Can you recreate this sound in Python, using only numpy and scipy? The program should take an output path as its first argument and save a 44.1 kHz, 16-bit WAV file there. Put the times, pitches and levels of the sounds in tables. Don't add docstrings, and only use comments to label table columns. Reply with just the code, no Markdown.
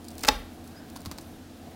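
import sys
import numpy as np
from scipy import signal
from scipy.fft import rfft, irfft, next_fast_len
from scipy.io import wavfile
from scipy.ndimage import uniform_filter1d

SR = 44100
rng = np.random.default_rng(int(sys.argv[2]) if len(sys.argv) > 2 else 0)


def output_pcm(signal):
    pcm = np.clip(np.atleast_2d(signal).T, -1, 1) * 32767
    wavfile.write(sys.argv[1], SR, np.round(pcm).astype(np.int16))


N = 77175


def undb(db):
    return 10 ** (np.asarray(db) / 20)


def unit(x):
    return x / np.sqrt(np.mean(x ** 2))


def clock(size=N):
    return np.arange(size) / SR


def add(out, at_s, x):
    i = max(int(at_s * SR), 0)
    out[i:i + len(x)] += x[:N - i]


def colour(x, spectrum):
    size = next_fast_len(2 * N, True) // 2 * 2
    hz, db = np.array(spectrum, float).T
    f = np.maximum(np.arange(size // 2 + 1) * SR / size, 1)
    gain = undb(np.interp(np.log(f), np.log(hz), db))
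    cepstrum = irfft(np.log(gain))
    cepstrum[1:size // 2] *= 2
    cepstrum[size // 2 + 1:] = 0
    return irfft(rfft(x, size) * np.exp(rfft(cepstrum)))[:N]


def wander(rate_hz):
    hold = int(SR / rate_hz)
    steps = rng.standard_normal(N)[np.arange(N) // hold]
    return unit(uniform_filter1d(uniform_filter1d(steps, hold), hold))


def ring(modes, detune, rise_s=0):
    t = clock(SR // 2)
    x = 0
    for k, (hz, db, t60) in enumerate(modes):
        bent_hz = hz * (1 + detune * rng.standard_normal())
        x += (-1) ** k * undb(db) * np.sin(2 * np.pi * bent_hz * t) * 1000 ** (-t / t60)
    return x * (1 - np.exp(-t / rise_s)) if rise_s else x


def click(trail_db, decay_s):
    t = clock(SR // 10)
    slips = rng.standard_normal(len(t)) * undb(3.5 * rng.standard_normal(len(t)))
    trail = slips * np.exp(-t / decay_s)
    x = undb(trail_db) * trail / np.sqrt(np.sum(trail ** 2))
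    x[0] -= 1
    return x


# frequency in Hz, level in dB.
FAN_TONES = [(86, -54.5), (173, -63), (231, -58), (256, -56.5), (289, -56), (332, -60.5)]
# frequency in Hz, gain in dB.
AIR_SPECTRUM = [(15, -40), (25, -8.5), (58, -19.5), (70, -6), (92, -4.5), (108, -11), (170, -9), (200, -10),
                (236, 1.5), (285, -13), (335, -3.5), (363, -24.5), (405, -13), (560, -17.5), (734, -15.5),
                (1070, -24.5), (1520, -24), (2000, -28.5), (4030, -28.5), (11000, -37.5), (16000, -41)]
def fan():
    drift = 1.597 / FAN_TONES[0][0]
    hum = 0
    for hz, db in FAN_TONES:
        cycles = rng.random() + np.cumsum(hz * (1 + drift * wander(25.13))) / SR
        hum += undb(db) * np.sqrt(2) * np.sin(2 * np.pi * cycles) * undb(1.1 * wander(16))
    return hum + undb(-47.5) * unit(colour(rng.standard_normal(N), AIR_SPECTRUM))


# centre in Hz, gain in dB, time to fall 60 dB in seconds.
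ROOM_BANDS = [(120, -23, 0.68), (302, -2.5, 0.46), (620, -6, 0.43), (1190, -6.5, 0.41), (1660, -6.5, 0.47),
              (3240, -8.5, 0.42), (5300, -15, 0.29), (15000, -11.5, 0.31)]
def room(x, onset_s=0.0044):
    t = clock()
    noise = rfft(rng.standard_normal(N))
    f = np.maximum(np.arange(N // 2 + 1) * SR / N, 1)
    log_centres = np.log([row[0] for row in ROOM_BANDS])
    tail = 0
    for share, (_, db, t60) in zip(np.eye(len(ROOM_BANDS)), ROOM_BANDS):
        band = irfft(noise * np.interp(np.log(f), log_centres, share), N)
        fade = 1000 ** (-t / t60) * (1 - np.exp(-(t / onset_s) ** 2))
        tail += undb(db) * band * fade / np.sqrt(np.sum(fade ** 2))
    return signal.fftconvolve(x, tail)[:N]


# time in seconds, level in dB.
RUB_LEVELS = [(0, -65.5), (.22, -48), (.45, -63.5), (.85, -58), (.98, -57.5), (1.1, -60.5), (1.25, -56.5),
              (1.45, -63), (1.75, -58)]
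BRUSH_LEVELS = [(0, -63), (.2, -63), (.36, -54), (.44, -66), (.54, -61.5), (.6, -67), (.66, -60.5),
                (.78, -66), (.95, -62), (1.15, -72), (1.22, -62), (1.32, -61), (1.42, -68.5), (1.75, -68.5)]
RUSTLE_LEVELS = [(0, -53), (.13, -52), (.25, -51.5), (.55, -58.5), (.8, -54.5), (1.1, -58.5), (1.22, -51.5),
                 (1.35, -57), (1.42, -71), (1.56, -74), (1.64, -52), (1.75, -55)]
SLIDE_LEVELS = [(0.62, -79), (0.73, -60), (0.83, -59), (0.92, -69), (1.23, -74), (1.35, -76)]
# frequency in Hz, gain in dB.
RUB_SPECTRUM = [(200, 16), (700, -3), (1200, -4.5), (2200, 1.5), (4500, -2.5), (8000, -14), (16000, -7)]
BRUSH_SPECTRUM = [(2000, -15), (6000, -16), (10000, -4), (14000, -7), (16000, -8)]
RUSTLE_SPECTRUM = [(200, -25.5), (400, -1), (560, -4), (740, 3.5), (850, -10.5), (1100, -12.5), (3000, -39)]
SLIDE_SPECTRUM = [(700, -24), (1300, -7), (1600, 0), (1850, -10), (3000, -28)]
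def friction():
    out = np.zeros(N)
    for levels, spectrum in [(RUB_LEVELS, RUB_SPECTRUM), (BRUSH_LEVELS, BRUSH_SPECTRUM),
                             (RUSTLE_LEVELS, RUSTLE_SPECTRUM), (SLIDE_LEVELS, SLIDE_SPECTRUM)]:
        grains = rng.standard_normal(N) * undb(5.3 * rng.standard_normal(N) + 2.1 * wander(90))
        envelope = undb(np.interp(clock(), *np.array(levels).T))
        out += unit(colour(grains, spectrum)) * envelope
    return out


# time in seconds, frequency in Hz, level in dB.
SQUEAK_PATH = [(0.75, 4914, -77), (0.766, 5004, -56), (0.778, 4930, -56), (0.796, 5150, -60),
               (0.81, 5300, -75)]
def squeak():
    t = clock()
    at, hz, db = np.array(SQUEAK_PATH).T
    pitch = np.interp(t, at, hz) * (1 + 0.012 * wander(600))
    envelope = undb(np.interp(t, at, db, left=-120, right=-120))
    return np.sqrt(2) * np.sin(2 * np.pi * np.cumsum(pitch) / SR) * envelope


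# start in seconds, gain in dB.
FLAPS = [(0.241, -38), (0.291, -29), (0.343, -34), (1.122, -45)]
THUDS = [(0.958, -50), (1.066, -33), (1.118, -41)]
# frequency in Hz, gain in dB, time to fall 60 dB in seconds.
FLAP_MODES = [(39.6, -1.5, 0.36), (60.3, 0, 0.227), (101, -14.5, 0.11)]
THUD_MODES = [(85.5, 1.5, .16), (120, -8, .11), (194, 1.5, 0.096)]
def loose_sheet():
    out = np.zeros(N)
    for at, db in FLAPS:
        add(out, at, -undb(db) * ring(FLAP_MODES, detune=0.008, rise_s=0.013))
    for at, db in THUDS:
        add(out, at, undb(db) * ring(THUD_MODES, detune=0.02, rise_s=0.0028))
    return out


# start in seconds, gain in dB, relative scuff in dB, its decay in seconds.
TAPS = [(0.958, -14, 9.5, 0.0066), (0.9625, -5, 4, 0.0061), (1.0521, -5, -9, 0.0023),
        (1.0592, 0.5, 3, 0.0051), (1.0658, -13, 8, 0.0056), (1.1143, 1.5, 2, 0.0075),
        (1.1852, -0.5, 0, 0.0027)]
# frequency in Hz, gain in dB.
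TAP_SPECTRUM = [(80, 8), (250, 11), (600, 3), (1150, 8.5), (2000, -4), (3200, -2.5), (4500, 3), (7000, -3),
                (10000, -5), (16000, -9)]
def taps():
    out = np.zeros(N)
    for at, db, scuff_db, decay_s in TAPS:
        add(out, at, undb(db) * click(scuff_db, decay_s))
    return undb(-14.5) * colour(out, TAP_SPECTRUM)


# start in seconds, gain in dB, decay in seconds.
TICKS = [(0.044, -8.5, 0.0017), (0.0504, -9, 0.0012), (0.0839, 2, 0.0027), (0.1052, -8, .004),
         (0.114, -7, .003), (0.1535, -9.5, 0.0018), (0.1816, 3, 0.003), (0.1935, -3, 0.0046),
         (0.208, -3, 0.0035), (0.212, -2, .004), (0.225, -3, 0.011), (0.642, -11.5, 0.0017),
         (0.6751, -5.5, .003), (0.900, -8, .003), (0.972, -5, 0.0012), (1.0063, -8, .001),
         (1.0176, -8.5, 0.0015), (1.178, -4, 0.0086), (1.211, -6, 0.01)]
# frequency in Hz, gain in dB.
TICK_SPECTRUM = [(500, -31), (2500, -35), (4200, -0.5), (6500, -2.5), (9000, 0), (12000, -10), (16000, -3)]
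def ticks():
    out = np.zeros(N)
    for at, db, decay_s in TICKS:
        add(out, at, undb(db) * click(trail_db=7.5, decay_s=decay_s))
    return undb(-22.5) * colour(out, TICK_SPECTRUM)


# start in seconds, gain in dB, then further gains in dB for the
CRACKS = [(0.233, -28.5, 12, -10, -18), (0.2360, -14, 1.5, 9, -28), (0.2388, -16, -10, -14, -1),
          (0.2478, -22.5, 6, -6, 5), (0.2492, -16.5, -1, -12, -1), (0.2545, -19, -2, -2, 3),
          (0.2675, -27, 7, -10, -14), (0.2718, -25.5, 3, -12, -19), (0.275, -19, 6.5, 3, -19),
          (0.2796, -17, -8, -14, -8), (0.2832, -4, -3.5, -4, -22), (0.2845, -7.5, -26, -23, -5),
          (0.2867, 1.5, -9, 2.5, -6.5), (0.2878, -8, -4.5, -14, 10.5)]
# frequency in Hz, gain in dB.
CRACK_SPECTRUM = [(60, -39), (150, -11), (280, -2), (550, -0.5), (1200, 1.5), (2000, -1), (3300, -2),
                  (5000, 1), (6900, -9.5), (7800, -16.5), (16000, -27)]
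CRINKLE_SPECTRUM = [(2000, -42), (5000, -25), (7000, 2.5), (10000, -3.5), (16000, -6)]
# frequency in Hz, gain in dB, time to fall 60 dB in seconds.
SKIN_MODES = [(4170, -1, 0.0077), (5100, -4, 0.0027), (4930, -3, 0.0048), (6400, -3, 0.0044)]
BODY_MODES = [(275, -9, 0.087), (422, -10, 0.12), (496, -0.5, 0.061), (630, -8.5, 0.041), (787, -12, 0.052),
              (855, 1, .052), (1125, 0, 0.018), (1190, -10, 0.058), (1314, -5.5, 0.033), (1680, -9, 0.047),
              (1905, -2.5, 0.026), (2620, 1.5, 0.024), (3700, 0, 0.012)]
def snap():
    cracks, crinkle, skin, body = np.zeros((4, N))
    for at, db, crinkle_db, skin_db, body_db in CRACKS:
        add(cracks, at, undb(db) * click(trail_db=6, decay_s=0.0024))
        add(crinkle, at, undb(db + crinkle_db) * click(trail_db=10.5, decay_s=0.0025))
        add(skin, at, undb(db + skin_db) * ring(SKIN_MODES, detune=0.005))
        add(body, at, undb(db + body_db) * ring(BODY_MODES, detune=0.0052))
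    crackle = undb(6.5) * colour(cracks, CRACK_SPECTRUM) + undb(-2.5) * colour(crinkle, CRINKLE_SPECTRUM)
    ringing = undb(-17) * skin + undb(-19) * body
    return crackle, ringing


def scene():
    crackle, ringing = snap()
    clicks = crackle + ticks() + taps()
    reverberation = room(undb(-2) * clicks + undb(-11) * ringing)
    return (clicks + ringing + reverberation + loose_sheet() + squeak() + friction() + fan())[None]


def record(dry):
    cutoff_hz = 15800
    return signal.sosfilt(signal.ellip(10, 0.2, 80, cutoff_hz, fs=SR, output="sos"), dry)


dry = scene()
out = record(dry)
output_pcm(out)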